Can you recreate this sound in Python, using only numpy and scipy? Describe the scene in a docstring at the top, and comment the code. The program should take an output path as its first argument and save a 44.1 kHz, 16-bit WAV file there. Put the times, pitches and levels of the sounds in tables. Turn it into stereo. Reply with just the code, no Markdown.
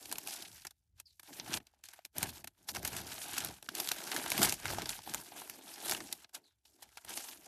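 """Fingers press and work dry soil close to a pair of microphones, outdoors.
Sand hisses, crumbs crunch, clods shift and the bed takes dull pushes: band noise under stroke envelopes.
Single lumps crack out of the rustle as short bursts; clods knock hollow as damped tones with grit.
Between strokes the air is nearly silent: faint hiss, a far rumble and a few far chirps as falling tones."""
import sys
import numpy as np
from scipy import signal
from scipy.fft import rfft, irfft, next_fast_len
from scipy.io import wavfile
from scipy.ndimage import uniform_filter1d

SR = 44100
rng = np.random.default_rng(int(sys.argv[2]) if len(sys.argv) > 2 else 0)


def nominal_scale(level):
    """Amplitude ratio for a level in decibels (scalar or array-like)."""
    x = np.asarray(level, float) / 20
    return 10 ** x


def pcm_store(signal):
    """Save signal as 16-bit PCM."""
    levels = np.round(np.clip(np.atleast_2d(signal), -1, 1) * 32767)
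    wavfile.write(sys.argv[1], SR, levels.astype(np.int16).T)


N = 329427


def at_hz(points, hz):
    """A spectrum read on a log-frequency axis."""
    points_hz, values = np.array(points).T
    return np.interp(np.log(hz), np.log(points_hz), values)


def blend(columns, anchors_hz, hz):
    """The dB value at a pitch, between columns that stand for given pitches."""
    total_db = 0
    for unit, column in zip(np.eye(len(columns)), columns):
        total_db = total_db + np.interp(np.log(hz), np.log(anchors_hz), unit) * column
    return total_db


def drift(rate_hz):
    """Slow random wander of spread 1: twice low-passed noise, drawn at every 20th sample."""
    pole = np.exp(-40 * np.pi * rate_hz / SR)
    noise = rng.standard_normal(N // 20 + 4002)
    slow = signal.lfilter([1], [1, -2 * pole, pole * pole], noise)[4000:]  # settled part
    return np.interp(np.arange(N) / 20, np.arange(len(slow)), slow / slow.std())


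def add(envelope, at_s, shape, lead):
    """Lay a shape onto an envelope, its sample number lead at the given time."""
    i = max(int(at_s * SR) - lead, 0)
    envelope[..., i:i + shape.shape[-1]] += shape[..., :N - i]


def soil():
    """Each band of grain sizes has its own rustle, and takes part in crumbles near its pitch and in cracks."""
    # strokes of the fingers through the soil: peak_s, rise_s, fall_s, sand_db, crumb_share_db
    stroke_rows = [(.118, 0.64, 0.53, -51, -7), (.33, 0.13, 0.096, -41, -8.5), (.44, 0.14, 0.2, -53, -6.5),
                   (.56, 0.11, 0.18, -52.5, -8), (1.002, 0.065, 0.022, -65, -4),
                   (1.068, 0.033, 0.49, -74.5, -24), (1.29, .11, 0.26, -53.5, -7),
                   (1.389, 0.11, 0.032, -46.5, -6), (1.55, 0.24, 0.028, -44.5, 3.5),
                   (1.572, 0.055, 0.022, -36, -2), (1.85, 0.025, 0.055, -52, -9.5),
                   (1.9, 0.044, 0.21, -60.5, -1), (2.155, 0.013, 0.16, -51, 4),
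                   (2.237, 0.12, 0.089, -43.5, -2), (2.295, 0.035, 0.024, -39.5, -8),
                   (2.365, 0.096, 0.088, -48, -3.5), (2.692, 0.027, 0.046, -37.5, -10.5),
                   (2.76, 0.038, 0.06, -42, -1), (2.865, 0.09, 0.114, -43.5, 0),
                   (2.981, 0.19, 0.098, -43.5, 2.5), (3.13, 0.081, 0.032, -45.5, -1),
                   (3.43, 1, 0.22, -42.5, -2), (3.66, 0.068, 0.041, -57, -7),
                   (3.793, 0.12, 0.57, -42.5, -4.5), (4.192, 0.56, 0.21, -39.5, -1),
                   (4.39, 0.16, 0.053, -36.5, -2), (4.436, 0.088, 0.12, -27.5, -4),
                   (4.51, 0.071, 0.18, -42, -15), (4.693, 0.2, 0.34, -40.5, 2),
                   (4.935, 0.13, 0.14, -41.5, -3), (5.082, 0.14, 0.53, -46, -4.5),
                   (5.376, 0.088, 0.39, -47, -3.5), (5.73, 0.3, 0.46, -48, -5.5),
                   (5.909, 0.15, 0.15, -36, -2.5), (6.12, 0.94, 0.14, -51, -7),
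                   (6.234, 0.101, 0.029, -58.5, -1.5), (6.352, 0.029, 0.056, -44.5, -1.5),
                   (6.45, 0.17, 0.19, -73.5, -3), (6.665, 0.049, 0.48, -69, -12),
                   (6.828, 0.06, 0.02, -55.5, -12), (6.88, 0.061, 0.051, -67.5, -3),
                   (6.98, 0.015, 0.014, -59, 17), (7.088, 0.03, .1, -48, -7),
                   (7.17, 0.12, 0.38, -42.5, -9.5), (7.34, 0.79, 0.075, -52.5, -3),
                   (7.46, 0.21, .1, -57, -3)]
    # the hand leans on the bed: peak_s, rise_s, fall_s, push_db, clod_share_db
    lean_rows = [(.164, 0.49, 0.51, -66, 7.5), (.54, 0.11, 0.11, -48.5, -28.5),
                 (1.3, 0.042, 0.063, -67.5, 11.5), (1.537, 0.3, 0.11, -44.5, -5),
                 (2.165, 0.036, 0.15, -40.5, -11), (2.235, 0.1, 0.32, -45, -10.5),
                 (2.76, 0.12, 0.39, -44.5, -8), (2.995, 0.49, 0.274, -43.5, -12.5),
                 (3.472, 0.51, 0.16, -48.5, -5.5), (3.809, 0.22, 0.095, -66, 16),
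                 (4.2, 0.43, 0.14, -61, 13), (4.41, 0.14, 0.24, -36.5, -4.5),
                 (4.68, 0.13, 0.29, -34.5, -19.5), (4.77, 0.26, 0.37, -42, -10.5),
                 (5.09, 0.073, 0.23, -49, -2), (5.45, 0.36, 1, -74.5, 16.5), (5.915, 0.21, 0.35, -57, 8),
                 (6.354, 0.046, 0.15, -75, 15), (6.72, 0.15, 0.59, -100, 24),
                 (7.15, 0.19, 0.94, -72.5, 11.5)]
    # lumps that crack: peak_s, base_level_db, crumb_share_db, bright_share_db, base_length_ms
    crack_rows = np.array([(0.057, -47.5, -10, -3, 4.8), (0.115, -37.5, -4, -5, 1.6),
                           (0.126, -40, -2.5, 5.5, 3.3), (0.157, -50.5, -0.5, -7.5, 5),
                           (0.184, -43, -2.5, 3.5, 3), (0.274, -45, -4.5, 5, 2.2),
                           (0.284, -53.5, 9, -1, 1.3), (0.4236, -46, -13.5, -12, 5.9),
                           (0.6507, -52.5, 4, 0, 11.6), (0.6692, -44, -12.5, -5, 8.4),
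                           (0.7092, -58, -7, -1, 6.8), (1.0003, -52, -14, 2.5, 7.1),
                           (1.1969, -54.5, -5, 2.5, 8.7), (1.2321, -61.5, -0.5, 3, 8.7),
                           (1.3987, -27.5, -16, -35, 0.62), (1.533, -32.5, -18, -17.5, 2.4),
                           (1.5396, -31, -10.5, -9.5, 7.1), (1.603, -62, 5, -19, 5),
                           (1.6695, -57, -12, -10, 5), (1.8392, -47.5, -14, -8, 4.9),
                           (1.8876, -49.5, -8, -6, 4.5), (1.935, -63, 4, 5, 9.4),
                           (2.051, -44.5, -12, -2, 4.4), (2.058, -65.5, 4, 6.5, 6.9),
                           (2.183, -41, -9.5, 7.5, 3), (2.23, -32.5, -8, 4, 2.6),
                           (2.444, -45.5, -1.5, -0.5, 5), (2.4745, -46.5, -3, 0.5, 7.9),
                           (2.688, -46, 3.5, 3, 1.39), (2.75, -44.5, 7, 4.5, 1.4), (2.85, -38, -1, 1, 9.8),
                           (2.8764, -39.5, 0.5, 9.5, 1.8), (2.9662, -42.5, -7.5, 0.5, 4.3),
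                           (3.124, -62, 3.5, -4, 1.3), (3.218, -42, -15, -11.5, 4.2),
                           (3.381, -38.5, -10.5, 0.5, 6.9), (3.448, -45.5, -11, 8, 4.9),
                           (3.627, -49, 1, -3, 2.9), (3.69, -33, -7.5, -12.5, 1.9),
                           (3.752, -32, -21, -5.5, 2.5), (3.783, -46.5, -9, -5, 5.6),
                           (3.8013, -31, -14, -2, 3.9), (3.874, -33, -13.5, -4.5, 1.6),
                           (3.8892, -29, -6, -1, 0.73), (3.9171, -26, -10.5, -4, 2.4),
                           (4.075, -39.5, -10, -10.5, 1.8), (4.1179, -31.5, -11, -22, 1.6),
                           (4.164, -32, -2.5, -1, 1.2), (4.24, -44, 7, -2.5, 2.5),
                           (4.2621, -41, 6.5, -26, 3.4), (4.303, -38.5, -11.5, 8, 3),
                           (4.3187, -35.5, 1.5, -2.5, 4), (4.379, -30.5, -4.5, -1.5, 1.9),
                           (4.418, -28, 0.5, -2, 1.8), (4.431, -29.5, -4.5, 4.5, 3.3),
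                           (4.449, -31.5, -2.5, -0.5, 1.7), (4.495, -33.5, -20, 2, 1.9),
                           (4.5245, -36.5, 0, 7, 1.9), (4.541, -46.5, -5, 3.5, 4),
                           (4.656, -40.5, 5, -4.5, 2.7), (4.681, -42, 1, -15.5, 2),
                           (4.704, -49, 3, -17, 2.7), (4.734, -44, 11, -28.5, 1.6),
                           (4.8201, -37.5, -6, -8.5, 2.8), (4.8579, -37.5, -3.5, -12, 2.3),
                           (4.893, -31, -20.5, -3.5, 3.8), (5.1461, -36, 2, 9.5, 0.76),
                           (5.498, -42, -5, 4.5, 1.8), (5.896, -34, -2.5, 5.5, 0.97),
                           (5.9125, -33, -20, -4, 4.4), (5.9215, -36.5, 1, -7.5, 3.2),
                           (5.9487, -40, -3.5, -15.5, 5), (6.005, -46, -2, -13, 9.2),
                           (6.127, -38.5, -8, 3, 5.8), (6.246, -50.5, -2.5, -27, 3.7),
                           (6.294, -67, -2, -2, 5.3), (6.6538, -62, -9, -11, 16), (6.828, -56, -5.5, 2, 17),
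                           (6.973, -46.5, -11.5, -8, 8.1), (7.049, -62.5, 10, 10.5, 5),
                           (7.1748, -35, -6, -2, 1.7)])
    # where push, clods, crumbs and sand sound: pitch_hz
    sizes_hz = [80, 290, 1300, 5000]
    # likeness of left and right: pitch_hz, likeness (ratio)
    likeness_points = [(60, 0.98), (300, 0.91), (700, 0.9), (1400, 0.57), (2800, 0.055), (14000, 0.025)]
    # where the hand works: time_s, left_over_right_db (where the sides are unlike)
    hand_points = [(0.0, -8), (7.47, -4)]

    sand_db, crumb_db = swells(stroke_rows, curve=2.18)
    push_db, clod_db = swells(lean_rows, curve=1.98)
    levels_db = [push_db, clod_db, crumb_db, sand_db]
    small = crumbles(300, 7.5)
    together = drift(60)
    pans_db = 0.5 * rng.standard_normal(len(crack_rows))  # lumps lie to either side
    side_db = np.interp(np.arange(N) / SR, *np.transpose(hand_points))
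    grains = nominal_scale(3.15 * rng.exponential(1, (2, N)))  # few large grains among many small
    grains = grains / np.sqrt(np.mean(grains ** 2))
    white = rng.standard_normal((2, 2, N))
    sides = np.array([[1], [-1]])
    edges_hz = np.geomspace(35, 16000, 20)
    out = np.zeros((2, N))
    for k, (low_hz, high_hz) in enumerate(zip(edges_hz, edges_hz[1:])):
        hz = np.sqrt(low_hz * high_hz)
        slow = 1 + 450 / hz  # big grains move more slowly

        crunch = np.zeros(N)
        near = np.abs(np.log2(small[:, 2] / hz)) < 2  # within two octaves
        for at_s, size_db, pitch_hz, ms in small[near]:
            shape, lead = burst(ms * slow, 0.25, -43.5, 4.1)
            band_db = size_db - 7.9 * np.log2(pitch_hz / hz) ** 2
            add(crunch, at_s, nominal_scale(band_db) * shape[:1200], lead)

        rustle = nominal_scale(1.4 * together + 2.5 * drift(24)) * grains[k % 2]
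        motion = nominal_scale(blend(levels_db, sizes_hz, hz))
        envelope = motion * (0.49 * rustle + 0.54 * crunch) * np.ones((2, 1))

        shares_db = [crack_rows[:, 2] - 14, crack_rows[:, 2] + 7.3, 7.5, crack_rows[:, 3] + 6]
        crack_db = crack_rows[:, 1] + blend(shares_db, [330, 1300, 4500, 10500], hz)
        crack_db += 1.6 * rng.standard_normal(len(crack_rows))  # every lump rings in its own bands
        for (at_s, *_, ms), db, pan_db in zip(crack_rows, crack_db, pans_db):
            shape, lead = burst(max(ms, .6) * 0.3 * slow, 0.79, -16.5, 6.4)
            # one period early, ahead of the band filter's delay
            add(envelope, at_s - 1.0 / hz, nominal_scale(db + pan_db / 2 * sides) * shape, lead)

        alike = np.clip(at_hz(likeness_points, hz), 0, 1)  # long waves reach both microphones alike
        envelope = envelope * nominal_scale((1 - alike) * side_db / 2 * sides)
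        shared, apart = white[k % 2]
        grit = np.sqrt(1 + alike) * shared + np.sqrt(1 - alike) * apart * sides
        # narrow size classes pack their level into few Hz
        share = nominal_scale(blend([16.1, 12.5, 9.09, 3.25], sizes_hz, hz))
        band = signal.butter(2, [low_hz, high_hz], "band", fs=SR, output="sos")
        out += share * signal.sosfilt(band, envelope * grit)
    return coloured(out)


def swells(rows, curve):
    """Each move ramps up to its peak and down; returns dB levels of its main and second sound."""
    trickle_db, trickle_s = np.array([[-32.5], [-33.5]]), 0.28  # loosened grains run on after a move
    rest_db = -103
    t, power = np.arange(N) / SR, np.zeros((2, N))
    for peak_s, rise_s, fall_s, db, share_db in rows:
        near = slice(max(int((peak_s - rise_s) * SR), 0), int((peak_s + fall_s) * SR))
        up, down = 1 + (t[near] - peak_s) / rise_s, 1 - (t[near] - peak_s) / fall_s
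        ramp = np.clip(np.minimum(up, down), 0, 1)
        power[:, near] += (nominal_scale(db + np.array([[0], [share_db]])) * ramp ** curve) ** 2
    decay = np.exp(-2 / (trickle_s * SR))
    trickle = signal.lfilter([1 - decay], [1, -decay], power) * nominal_scale(trickle_db) ** 2
    return 10 * np.log10(power + trickle + nominal_scale(rest_db) ** 2)


def crumbles(base_per_s, spread_db):
    """Small collapses come in clumps; rows of at_s, size_db, pitch_hz, base_length_ms."""
    biggest_db = 7
    born = np.flatnonzero(rng.random(N) < base_per_s * nominal_scale(5 * drift(6)) / SR)
    u = rng.random((len(born), 3))
    size_db = np.minimum(-spread_db * np.log(u[:, 0]), biggest_db)
    pitch_hz = 150 * 70 ** u[:, 1]
    return np.c_[born / SR, size_db, pitch_hz, .7 + 2.5 * u[:, 2]]


def burst(ms, swell, tail_db, tail_ms):
    """A break creaks up to its peak, dies, and leaves a trickle of loose grains; returns shape and lead."""
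    lead = 441
    t_ms = np.arange(-lead, 2205) * 1000 / SR
    away_ms = np.abs(t_ms)
    fall = np.exp(-away_ms / ms)
    after = fall + nominal_scale(tail_db) * (np.exp(-away_ms / tail_ms) - fall)
    before = np.exp(-away_ms / min(ms * swell, .9))
    return np.where(t_ms < 0, before, after), lead


def coloured(x):
    """Hollows and echoes of the ground colour the sound, differently at each side; the left is later."""
    # soil spectrum: pitch_hz, relative_density_db (per Hz)
    soil_points = [(24, -43), (40, -10), (74, -7.5), (220, -3.5), (340, 0), (430, -5.5), (510, -11),
                   (640, -4.5), (860, -2), (1010, -7.5), (1180, -11), (1620, -5.5), (1890, -9.5),
                   (2250, -7), (3020, -5.5), (5310, -5), (12000, -6), (14200, -13)]
    # balance of the sides: pitch_hz, left_over_right_db
    balance_points = [(300, -0.5), (750, 4.5), (1200, -1), (2000, -1), (3300, 3.5), (5500, 3), (9000, 3),
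                      (15000, -9.5)]
    left_lag_ms = 0.14
    size = next_fast_len(N + 8192)
    hz = np.arange(size // 2 + 1) * SR / size + 1
    balance_db = at_hz(balance_points, hz) / 2 * np.array([[1], [-1]])
    db = at_hz(soil_points, np.clip(hz, 30, 14000)) + 6 + balance_db
    cepstrum = irfft(np.log(nominal_scale(db)), size)  # minimum phase: nothing rings before the contact
    cepstrum[:, 1:size // 2] *= 2
    cepstrum[:, size // 2 + 1:] = 0
    lag = np.exp(-2j * np.pi * hz * left_lag_ms / 1000 * np.array([[1], [0]]))
    return irfft(rfft(x, size) * np.exp(rfft(cepstrum)) * lag, size)[:, :N]


def knocks():
    """Hollow clods ring briefly at their own pitch, a little differently at each side."""
    # clods that knock hollow: start_s, level_db (envelope peak), pitch_hz
    knock_rows = [(1.196, -48.5, 1740), (1.737, -61.5, 824), (1.99, -46, 706), (3.688, -28.5, 1500),
                  (3.914, -28.5, 1580), (4.319, -28.5, 1620), (4.784, -27, 764), (4.99, -40, 880),
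                  (5.075, -36.5, 810), (5.32, -39.5, 775), (5.418, -39, 900), (6.825, -48.5, 820),
                  (6.972, -48, 785)]
    peak_cycles = 1  # cycles from the start to the envelope's peak
    out, t = np.zeros((2, N)), np.arange(SR // 20) / SR
    turns = rng.standard_normal((len(knock_rows), 2, 1))
    for (start_s, db, hz), side_turn in zip(knock_rows, turns):
        grit = uniform_filter1d(rng.standard_normal((2, len(t))), size=5)  # loose grains jump with it
        u = t * hz / peak_cycles
        ring = np.sin(2 * np.pi * hz * t + .5 * side_turn)
        add(out, start_s, nominal_scale(db) * np.e * u * np.exp(-u) * (ring + grit), 0)
    return out


def chirps():
    """Far birds: falling tones, strongest near their start, hoarse from a smoothed-noise amplitude."""
    # far chirps: start_s, length_s, start_hz, end_hz, base_level_db
    chirp_rows = [(1.054, 0.12, 5520, 3740, -57), (6.436, 0.15, 4940, 3340, -62.5)]
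    out = np.zeros((2, N))
    for start_s, length_s, start_hz, end_hz, db in chirp_rows:
        u = np.linspace(0, 1, round(length_s * SR))
        phase = 2 * np.pi * np.cumsum(start_hz + (end_hz - start_hz) * u ** 0.36) / SR
        noise = rng.standard_normal((2, SR))
        blur = uniform_filter1d(uniform_filter1d(noise, size=44), size=44)[:, :len(u)] * 9
        envelope = np.minimum(20 * u, 1) * (1 - u) ** 2.2
        add(out, start_s, nominal_scale(db) * envelope * blur * np.sin(phase), 0)
    return out


def air():
    """Faint hiss, apart at each side, and a far low rumble of drifting level, the same at both."""
    hiss_db, rumble_mid_db = -100, -83
    band = signal.butter(2, [50, 95], "band", fs=SR, output="sos")
    rumble = signal.sosfilt(band, rng.standard_normal(N))
    hiss = nominal_scale(hiss_db) * rng.standard_normal((2, N))
    return hiss + nominal_scale(rumble_mid_db + 4 * drift(4.7)) * rumble / rumble.std()


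def scene():
    """Soil, knocks, birds and still air."""
    return soil() + knocks() + chirps() + air()


def top_cut(x):
    """Nothing passes above the cut-off."""
    return signal.sosfilt(signal.butter(12, 15590, fs=SR, output="sos"), x)


def record(dry):
    """The top is cut steeply and the microphones drop the lowest bass."""
    top_stop_hz, bass_cut_hz = 14500, 52
    cut = signal.sosfilt(signal.cheby2(10, 26, top_stop_hz, fs=SR, output="sos"), dry)
    cut = signal.sosfilt(signal.butter(2, bass_cut_hz, "high", fs=SR, output="sos"), cut)
    return top_cut(cut)


dry = scene()
out = record(dry)
pcm_store(out)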